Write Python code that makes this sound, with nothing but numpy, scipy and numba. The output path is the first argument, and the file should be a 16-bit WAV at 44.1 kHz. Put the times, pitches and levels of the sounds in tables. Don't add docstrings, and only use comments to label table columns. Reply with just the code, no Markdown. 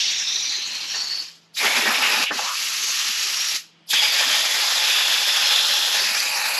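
import sys
import numpy as np
from scipy import signal
from scipy.io import wavfile
from numba import njit

SR = 44100
rng = np.random.default_rng(int(sys.argv[2]) if len(sys.argv) > 2 else 0)


def materialize(psi):
    bounded = np.clip(np.atleast_2d(psi).T, -1, 1)
    quanta = np.round(bounded * 32767).astype(np.int16)
    wavfile.write(sys.argv[1], SR, quanta)


def natural_amplitude(level_db):
    exponent = np.asarray(level_db, float) / 20
    return 10 ** exponent


N = 290619

# (opens [s], rise [s], steepness of the rise [power], shuts [s], fall [dB/s])
STAGES = [
    (-.2, .05, 1, 1.225, 159),
    (1.533, 0.052, 1.65, 2.24, 900),
    (2.312, 0.042, .75, 2.48, 100),
    (2.46, 0.094, 0.67, 3.565, 400),
    (3.85, 0.057, 5.5, 3.912, 401),
    (3.926, 0.0063, 1, 7, 303),
]
# (low edge [Hz], high edge [Hz])
AIR_BANDS = [(13250, 14200), (14200, 14750), (14750, 15150)]


def torch():
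    # (frequency [Hz], density [dB per Hz])
    melt_colour = [(70, -40), (130, -28), (190, -15.5), (240, -2), (330, -12), (450, 0)]
    arc_colour = [(220, -30), (380, -21.5), (444, -13.5), (738, 1), (824, -1), (1030, -3), (1800, 2),
                  (2340, -49), (3960, -120)]
    nozzle_colour = [(7200, 3), (8200, -8), (8900, -11.5), (9600, -5.5), (10500, -1), (11300, 1.5),
                     (12200, -3.5), (13000, -12), (13700, -37)]
    # (time [s], factor [1])
    patchiness = [(0, 2.7), (1.5, 2), (1.6, 0.77), (2.4, 0.6), (5.8, 0.51), (6.0, 1.6), (6.25, 2.1),
                  (6.35, 1.9), (6.59, 2.2)]

    rumble_db, roar_db, hiss_db, sizzle_db = levels()
    gust_db = gusts()
    roar_db = with_tail(roar_db, wet_db=-13, t60=0.35) + 0.62 * gust_db
    hiss_db = with_tail(hiss_db, wet_db=-11, t60=0.34) + gust_db
    sizzle_db = with_tail(sizzle_db, wet_db=-6.5, t60=0.19) + 0.78 * gust_db
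    flow = 0.33 * drift(13.0) + 0.62 * drift(63)
    flutter, = in_time(patchiness)

    out = natural_amplitude(rumble_db) * turbulence(melt_colour, 0.84 * flow, patchy_db=5.5, count=7)
    roar = natural_amplitude(roar_db - 1.0) * turbulence(arc_colour, 2.1 * flow, patchy_db=1.43, count=7)
    out += [echoed(roar[0]), roar[1]]
    crackle_db = 0.89 * flow + 1.3 * drift(170)
    out += natural_amplitude(sizzle_db) * turbulence(nozzle_colour, crackle_db, patchy_db=0.95 * flutter, count=12)
    hiss = natural_amplitude(hiss_db) * thin_start(hollowed(jet(flow, flutter)))
    out[0] += echoed(hiss + whistles())
    out[0] += natural_amplitude(roar_db + 0.49 * flow) * plate_ring()
    return out, natural_amplitude(sizzle_db) * air(flutter)


def jet(flow, flutter):
    # (frequency [Hz], density [dB per Hz])
    hiss_colour = [(1600, -3.5), (1900, -2), (3000, 0), (4500, 3.5), (6000, 0), (7000, -1), (7800, -17.5)]
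    # (from [s], to [s], broad hiss [dB], width of howls [factor])
    courses = [
        (0, 0.497, -7, 0.89),
        (.55, 1.52, -6, 0.71),
        (1.6, 2.317, -3.5, 1),
        (2.35, 3.57, -2, 1),
        (3.87, 4.7, -3.5, 0.85),
        (4.86, 5.902, -4, 0.89),
        (6.152, 6.592, -4.5, 0.78),
    ]
    # (start pitch [Hz], end pitch [Hz], start and end over hiss [dB, dB])
    howls = [
        [(1030, 1150, -34, -31), (2750, 2280, -9.5, -13.5), (3560, 3980, -5.5, -2), (5550, 5600, -6, -8.5)],
        [(1080, 1200, -28, -25.5), (2300, 3300, -8, -20), (3980, 4500, -2.5, -12.5), (5980, 4700, -10, -13)],
        [(1520, 1700, -29, -27), (2150, 2630, -1, -3.5), (3260, 3770, -8, -7), (5100, 5040, -10, -8.5)],
        [(1190, 1300, -17.5, -21.5), (2728, 2800, -10, -12.5), (4600, 4250, -17, -19), (5740, 5500, -17, -10.5)],
        [(1800, 1680, -16.5, -24), (2390, 2270, -6, -13.5), (3390, 3440, -3, -8.5), (4720, 5100, -14, -9.5)],
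        [(1730, 1520, -16, -21), (2530, 2760, -7, -11.5), (3450, 3350, -6, -4), (5060, 5300, -11, -10.5)],
        [(1740, 1600, -32, -26), (2350, 2520, -14.5, -5), (3800, 4240, -12.5, -11), (4850, 4420, -12, -12)],
    ]
    howl_widths = (530, 940, 900, 875)

    broad_db, spread = in_time([(s, db, w) for start, end, db, w in courses for s in (start, end)])
    out = natural_amplitude(broad_db) * turbulence(hiss_colour, 1.4 * flow, patchy_db=1.52 * flutter, count=14)[0]
    for k, width_hz in enumerate(howl_widths):
        path = [(course[side], *four[k][side::2]) for course, four in zip(courses, howls) for side in range(2)]
        hz, level_db = in_time(path)
        wander = 1 + 0.008 * drift(20) + 0.013 * drift(3)
        flicker_db = 0.49 * flow + 1.8 * drift(25)
        sway_db = 1.2 * np.minimum(flutter, 1) * drift(2.7)
        out += natural_amplitude(level_db + flicker_db + sway_db) * narrow_noise(hz * wander, spread * width_hz)
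    return out


def levels():
    # (melt rumble [dB], arc roar [dB], nozzle sizzle [dB])
    stage_mix = [
        (-60, -47.5, -51.5),
        (-44, -28.5, -34.5),
        (-63, -40.5, -42),
        (-61.5, -46.5, -37),
        (-60, -46, -27),
        (-56, -32.5, -34),
    ]
    # (time [s], level [dB])
    jet_force = [(0, -20), (.05, -23.5), (.45, -27.5), (.87, -28.5), (.96, -29), (1.22, -30.5),
                 (1.56, -21.5), (1.9, -22.5), (2.28, -21.5), (2.36, -25), (2.85, -22.5), (2.97, -21.5),
                 (3.55, -23), (3.95, -18.5), (4.09, -19.5), (5.12, -19.5), (6.1, -19.5), (6.59, -24.5)]
    # (time [s], roar [dB], melt over roar [dB], t60 [s])
    bites = [(.588, -53, 5.5, .15), (.674, -53, 7, 0.17), (.94, -39, -21, 0.48), (1.646, -22, -9, 0.19),
             (1.86, -23, -14, 0.5), (2.14, -33, -24, 0.37), (2.312, -26, -8.5, 0.24),
             (2.385, -32, -33, 0.42), (3.3, -41, -26, .5), (3.52, -44.5, -7, 0.19),
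             (3.937, -23, -14, 0.044), (4.2, -31.5, -18, 1.2), (5.0, -34.5, -20, 1.3),
             (5.5, -40, -12, 0.25), (5.999, -33.5, -8, 0.23), (6.11, -33, -15, 0.23)]
    rise_s, low_fall = 0.01, 2.5

    rumble_db, roar_db, sizzle_db = np.transpose(stage_mix)
    roar = natural_amplitude(2 * valve(roar_db, 0.68, low_fall))
    rumble = natural_amplitude(2 * valve(rumble_db, 0.9, low_fall))
    for s, db, melt_db, t60 in bites:
        t = np.arange(N) / SR - s
        decay_db = db - 60 * np.maximum(t, 0) / t60
        bite = np.clip(1 + t / rise_s, 0, 1) ** 2 * natural_amplitude(2 * decay_db)
        roar = roar + bite
        rumble = rumble + natural_amplitude(2 * melt_db) * bite
    hiss_db = in_time(jet_force)[0] + valve(np.zeros(len(STAGES)), 0, 0.93)
    return 10 * np.log10(rumble), 10 * np.log10(roar), hiss_db, valve(sizzle_db, 0, 0.85)


def valve(hold_db, lag, fall_share):
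    t, gain = np.arange(N) / SR, np.full(N, 1e-6)
    for (opens, rise, power, shuts, fall), db in zip(STAGES, hold_db):
        swell = np.clip((t - opens) / rise - lag, 0, 1) ** power
        fallen_db = fall_share * fall * np.maximum(t - shuts, 0)
        gain = np.maximum(gain, swell * natural_amplitude(db - fallen_db))
    return 20 * np.log10(gain)


def gusts():
    # (time [s], swing [dB], half length [s])
    swings = [(0.065, 2.5, 0.008), (0.26, -2.3, 0.02), (0.53, 1, 0.0073), (0.653, -1.5, 0.04),
              (0.77, 1.7, 0.027), (0.858, -0.5, 0.022), (0.975, 1.3, 0.027), (1.065, -1, 0.008),
              (1.661, 2.5, 0.0087), (1.77, 1, 0.014), (1.803, -0.5, 0.0071), (1.91, -1.8, 0.013),
              (1.95, 2.5, 0.008), (2, -2, 0.012), (2.042, -0.3, 0.015), (2.153, -0.2, 0.02),
              (2.284, 3.5, 0.014), (2.823, -0.5, 0.027), (3.23, 2.5, 0.0087), (3.357, -0.5, 0.017),
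              (3.982, 3, 0.014), (4.107, -4, 0.012), (4.196, 1.8, 0.012), (4.237, -1, 0.0072),
              (4.357, 2.1, 0.012), (4.476, -0.6, 0.045), (4.696, -1.5, 0.0074), (4.914, 0.2, 0.013),
              (5.343, 0, 0.01), (5.742, 0.5, 0.012), (5.91, -3, 0.013), (6.04, 0.6, 0.012),
              (6.267, 1, 0.0073), (6.3, -2.2, 0.012)]
    ignition_trim = (3.986, -3.5, 0.018)
    t = np.arange(0, N + 20, 20) / SR
    total_db = 0
    for s, db, half in swings + [ignition_trim]:
        total_db = total_db + db * np.exp(-0.5 * ((t - s) / max(half, 0.003)) ** 2)
    return np.interp(np.arange(N) / SR, t, total_db)


def thin_start(x):
    flat = np.zeros(len(STAGES))
    late = np.minimum(natural_amplitude(valve(flat, 0.28, 1) - valve(flat, 0, 0.89)), 1)
    body = signal.sosfiltfilt(signal.butter(4, 2970, fs=SR, output="sos"), x)
    return x - (1 - late) * body


def hollowed(x):
    # (time [s], frequency [Hz], depth [0-1])
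    main_hollow = [(0, 3500, 0.02), (5.95, 3510, 0.09), (6.2, 3520, 0.53), (6.35, 3380, 0.7),
                   (6.59, 3280, 0.42)]
    # (time [s], frequency [Hz], depth [0-1])
    late_hollow = [(0, 2150, 0), (5.5, 2150, 0), (5.65, 2150, .35), (5.86, 2150, .35), (5.95, 2150, 0),
                   (6.59, 2150, 0)]
    width_hz = 620
    r = np.full(N, np.exp(-np.pi * width_hz / SR))
    for rows in (main_hollow, late_hollow):
        hz, depth = in_time(rows)
        x = x - np.clip(depth, 0, 1) * resonate(x, hz, r, SR)
    return x


def whistles():
    # (start [s], end [s], frequency [Hz], width [Hz], level [dB])
    short_whistles = [(0, .13, 4600, 700, -27.5), (.12, .25, 6540, 400, -38), (.18, .3, 5200, 400, -32),
                      (.28, .5, 5880, 450, -30.5), (.42, .6, 4700, 600, -35), (.5, .62, 6250, 300, -38.5),
                      (.55, .95, 2950, 600, -38.5), (.88, 1.04, 5550, 380, -31.5),
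                      (.94, 1.23, 4450, 300.2, -28), (1.1, 1.24, 5100, 400, -38),
                      (2.03, 2.1, 2750, 300, -24), (2.26, 2.31, 2600, 900, -22),
                      (2.42, 2.49, 970, 350, -33.5), (2.47, 2.56, 1170, 400, -31),
                      (2.8, 2.93, 6300, 900, -29), (3.2, 3.56, 5600, 400, -34),
                      (3.955, 4.025, 3360, 440, -19.5), (3.97, 4.01, 2450, 350, -31),
                      (3.98, 4.7, 5340, 900, -41.5), (4.0, 4.1, 4900, 410, -25.5),
                      (4.07, 4.095, 2340, 400, -25), (4.1, 4.15, 4600, 400, -24),
                      (4.16, 4.23, 4920, 550, -26.5), (4.3, 4.42, 3470, 350, -30),
                      (4.48, 4.55, 3450, 202, -33), (4.8, 6.0, 3495, 450, -27.5),
                      (5.3, 5.6, 5100, 500, -30), (5.4, 5.95, 4110, 200, -30), (5.97, 6.1, 4600, 700, -28),
                      (6.05, 6.59, 2470, 400, -31), (6.28, 6.52, 872, 120, -38.5)]
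    # (start [s], end [s], frequency [Hz], width [Hz], level [dB])
    breaths = [(1.536, 1.555, 10500, 3000, -58), (1.545, 1.565, 4830, 980, -37),
               (1.565, 1.575, 1320, 500, -45), (1.567, 1.585, 2300, 1200, -29),
               (1.574, 1.603, 3800, 1200, -26.5), (2.783, 2.987, 363, 20, -60),
               (3.497, 3.9, 3100, 600, -64), (3.548, 3.903, 2200, 1200, -66), (3.557, 3.86, 324, 15, -67.5),
               (3.866, 3.886, 10500, 3300, -57), (3.875, 3.903, 4960, 1000, -42),
               (3.892, 3.932, 700, 770, -50), (3.932, 3.956, 5500, 2700, -23),
               (3.939, 3.942, 1800, 1800, -22)]
    rows = short_whistles + breaths
    t, out, room = np.arange(N) / SR, np.zeros(N), round(1.5 * SR)
    flicker_db, sway = np.tile(drift(11), 2), np.tile(drift(7.2), 2)
    for k, (start, end, hz, width_hz, db) in enumerate(rows):
        swell = 0.006 + 0.19 * (end - start)
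        fade = 0.014 + 0.072 * (end - start)
        at = max(round((start - 0.2) * SR), 0)
        corners = [start - swell / 2, start + swell / 2, end - fade, end + fade / 2]
        shape = np.interp(t[at:at + room], corners, [0, 1, 1, 0])
        first = k * N // len(rows)
        own = slice(first, first + room)
        tone = natural_amplitude(db + flicker_db[own]) * narrow_noise(hz * (1 + 0.006 * sway[own]), width_hz, size=room)
        out[at:at + room] += shape * tone[:len(shape)]
    return out


def air(flutter):
    band_levels = [-30.5, -27, -30]
    band_shyness = [.45, 0, .15]
    # (time [s], length [s])
    fleck_times = [(1.554, .02), (1.812, .03), (2.579, .03), (2.69, .07), (2.97, .03), (3.18, 0.037),
                   (3.9, .03), (3.993, .035), (4.278, .09), (4.503, .03), (4.596, .03), (4.759, .05),
                   (4.855, .025), (4.969, .09), (5.549, .03), (5.873, .05)]
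    needs = 1.65
    out, together = 0, drift(9)
    flecks = gate([(s, length, 0) for s, length in fleck_times])
    for hz, db, shy in zip(AIR_BANDS, band_levels, band_shyness):
        sos = signal.butter(5, hz, "band", fs=SR, output="sos")
        band = signal.sosfilt(sos, rng.standard_normal((2, N)))
        chance = np.minimum(flutter, 2) * (0.1 * together + 0.2 * drift(14))
        loose = np.minimum(flutter, 2.1) + chance - needs - shy
        opening = np.clip(6 * loose + (shy < 0.3) * 8 * flecks, 0, 1)
        out = out + natural_amplitude(db) * rms_one(band) * opening
    return out


def plate_ring():
    # (frequency [Hz], width [Hz], level against the roar [dB])
    modes = [(622, 110, -30.5), (842, 82, -13.5), (1800, 390, -6)]
    return sum(natural_amplitude(db + 3.7 * drift(10.2)) * narrow_noise(hz, width_hz) for hz, width_hz, db in modes)


def spits():
    # (time [s], peak [dB], frequency [Hz], t60 [s])
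    knocks = [(1.21, -48, 310, 0.11), (1.642, -27, 423, 0.08), (1.771, -28, 236, 0.08),
              (1.874, -24, 233, 0.1), (1.934, -42, 231, 0.044), (2.028, -36, 244, 0.081),
              (2.194, -29, 279, 0.066), (2.314, -20.5, 238, 0.046), (3.09, -37, 224, 0.062),
              (3.535, -42, 320, 0.094), (3.934, -45, 260, 0.08), (4.193, -39, 256, 0.052),
              (4.243, -47, 276, 0.056), (4.308, -44, 314, 0.063), (6.009, -32, 396, 0.075),
              (2.388, -7, 830, 0.037), (2.39, -27, 664, 0.065), (3.931, -19, 795, 0.03),
              (0.9358, -20, 1805, 0.063)]
    out = np.zeros(N)
    t = np.arange(round(0.2 * SR)) / SR
    for (s, peak_db, hz, t60), white in zip(knocks, rng.standard_normal((len(knocks), len(t)))):
        sos = signal.butter(2, [1.1 * hz, 1.84 * hz], "band", fs=SR, output="sos")
        puff = rms_one(signal.sosfilt(sos, white))
        shape = (1 - np.exp(-t / 0.0056)) ** 2 * natural_amplitude(-60 * t / max(t60, 0.02))
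        at = round(s * SR)
        out[at:at + len(t)] += natural_amplitude(peak_db + 3.0) * shape * (np.sin(2 * np.pi * hz * t) + 0.34 * puff)
    return out


def side_puffs():
    # (time [s], length [s], level [dB])
    puffs = [
        (2.305, 0.032, -47),
        (3.9, 0.027, -46),
        (3.57, .03, -56),
    ]
    sos = signal.butter(3, [3500, 10500], "band", fs=SR, output="sos")
    return gate(puffs) * rms_one(signal.sosfilt(sos, rng.standard_normal(N)))


def echoed(x):
    # (lag [s], level [dB])
    reflections = [(.0037, -22), (.0064, -18), (.0098, -18.5), (.0153, -19), (.022, -19)]
    shift_s = 0.00021
    now, wet = np.arange(N), 0
    for k, (lag, db) in enumerate(reflections):
        heard_from = now - SR * (lag + shift_s * drift(1.5))
        wet = wet + natural_amplitude(db) * np.interp(heard_from, now, x) * (-1) ** k
    return (x + wet) / np.sqrt(1 + sum(natural_amplitude(2 * db) for lag, db in reflections))


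def with_tail(level_db, wet_db, t60):
    power, r = natural_amplitude(2 * level_db), natural_amplitude(-120 / (t60 * SR))
    held = signal.lfilter([1 - r], [1, -r], power)
    return 10 * np.log10(power + natural_amplitude(2 * wet_db) * held)


def fan():
    fan_hz, level_db, second_db = 166, -63, -15
    duck_from_db, duck_share, duck_s = -45.5, 1.25, 0.16
    r = np.exp(-1 / (duck_s * SR))
    duck_db = signal.lfilter([1 - r], [1, -r], np.maximum(levels()[1] - duck_from_db, 0))
    turn = 2 * np.pi * fan_hz * np.arange(N) / SR + 0.44 * drift(4.3)
    gain = natural_amplitude(level_db - duck_share * duck_db + 0.8 * drift(4.8))
    return gain * (np.sin(turn) + natural_amplitude(second_db) * np.sin(2 * turn))


def workshop_air():
    # (frequency [Hz], density [dB per Hz])
    room_colour = [(24, -54), (40, -34), (174, -10.5), (268, -12), (329, -14), (386, -14.5), (872, -14),
                   (2530, -19), (3170, -5), (5470, -33), (9000, -51), (11700, -86), (19800, -120)]
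    return natural_amplitude(-60) * turbulence(room_colour, 0, patchy_db=1.0, count=15)


def turbulence(colour, shared_db, patchy_db, count):
    # (frequency [Hz], level [dB])
    stereo_width = [(60, -22), (300, -23), (700, -24.5), (1500, -46), (10300, -32), (10900, -24),
                    (11600, -11), (12300, 1.5), (13000, -14), (15000, -6)]
    edges = np.geomspace(colour[0][0], colour[-1][0], count + 1)
    white, out = rng.standard_normal((2, 2, N)), np.zeros((2, N))
    for k, (low, high) in enumerate(zip(edges, edges[1:])):
        hz = np.sqrt(low * high)
        sos = signal.butter(2, [low, high], "band", fs=SR, output="sos")
        gain = natural_amplitude(at_hz(colour, hz) + patchy_db * drift(19.0))
        mid = gain * signal.sosfilt(sos, white[k % 2, 0])
        out[0] += mid
        if hz < 1000 or hz > 10000:
            side = gain * signal.sosfilt(sos, white[k % 2, 1]) - 0.29 * mid
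            out[1] += natural_amplitude(at_hz(stereo_width, hz)) * side
    if colour[0][0] < 1000:
        out[1] *= natural_amplitude(6.0 * drift(3.5) - 1.0)
    out *= natural_amplitude(shared_db)
    return out / np.sqrt(np.mean(out[0] ** 2))


def narrow_noise(hz, width_hz, size=N):
    hz = hz + np.zeros(size)
    width_hz = np.maximum(width_hz, 12) + np.zeros(size)
    r = np.exp(-np.pi * width_hz / SR)
    once = resonate(rng.standard_normal(size), hz, r, SR)
    return resonate(once, hz, r, SR) / np.sqrt(np.pi / 2 * width_hz / SR)


@njit
def resonate(x, hz, r, rate):
    y = np.zeros(len(x))
    for i in range(2, len(x)):
        drive = (1 - r[i] ** 2) / 2 * (x[i] - x[i - 2])
        y[i] = drive + 2 * r[i] * np.cos(2 * np.pi * hz[i] / rate) * y[i - 1] - r[i] ** 2 * y[i - 2]
    return y


def drift(rate):
    r = np.exp(-40 * np.pi * rate / SR)
    slow = signal.lfilter([1], [1, -2 * r, r * r], rng.standard_normal(N // 20 + 4002))[4000:]
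    return np.interp(np.arange(N) / 20, np.arange(len(slow)), rms_one(slow))


def gate(rows):
    t, out = np.arange(N) / SR, 0
    for s, length, db in rows:
        corners = [s - 0.004, s + 0.004, s + length, s + length + 0.009]
        out = out + natural_amplitude(db) * np.interp(t, corners, [0, 1, 1, 0])
    return out


def in_time(rows):
    s, *columns = np.transpose(rows)
    return [np.interp(np.arange(N) / SR, s, column) for column in columns]


def at_hz(points, hz):
    point_hz, db = np.transpose(points)
    return np.interp(np.log(hz), np.log(point_hz), db)


def rms_one(x):
    return x / np.sqrt(np.mean(x ** 2) + 1e-20)


def scene():
    body, top = torch()
    body = body + workshop_air()
    body[0] += fan()
    body += [spits(), side_puffs()]
    low_pass = signal.ellip(11, 0.3, 75, AIR_BANDS[0][0], fs=SR, output="sos")
    mid, side = signal.sosfilt(low_pass, body) + top
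    return np.array([mid + side, mid - side])


def band_limit(x):
    return signal.sosfilt(signal.butter(12, 15400, fs=SR, output="sos"), x)


def record(dry):
    hole_hz, hole_width_hz = 8960, 230
    b, a = signal.iirnotch(hole_hz, hole_hz / hole_width_hz, fs=SR)
    holed = signal.lfilter(b, a, signal.lfilter(b, a, dry))
    mix = signal.sosfilt(signal.butter(2, 50, "high", fs=SR, output="sos"), holed)
    return band_limit(mix)


dry = scene()
out = record(dry)
materialize(out)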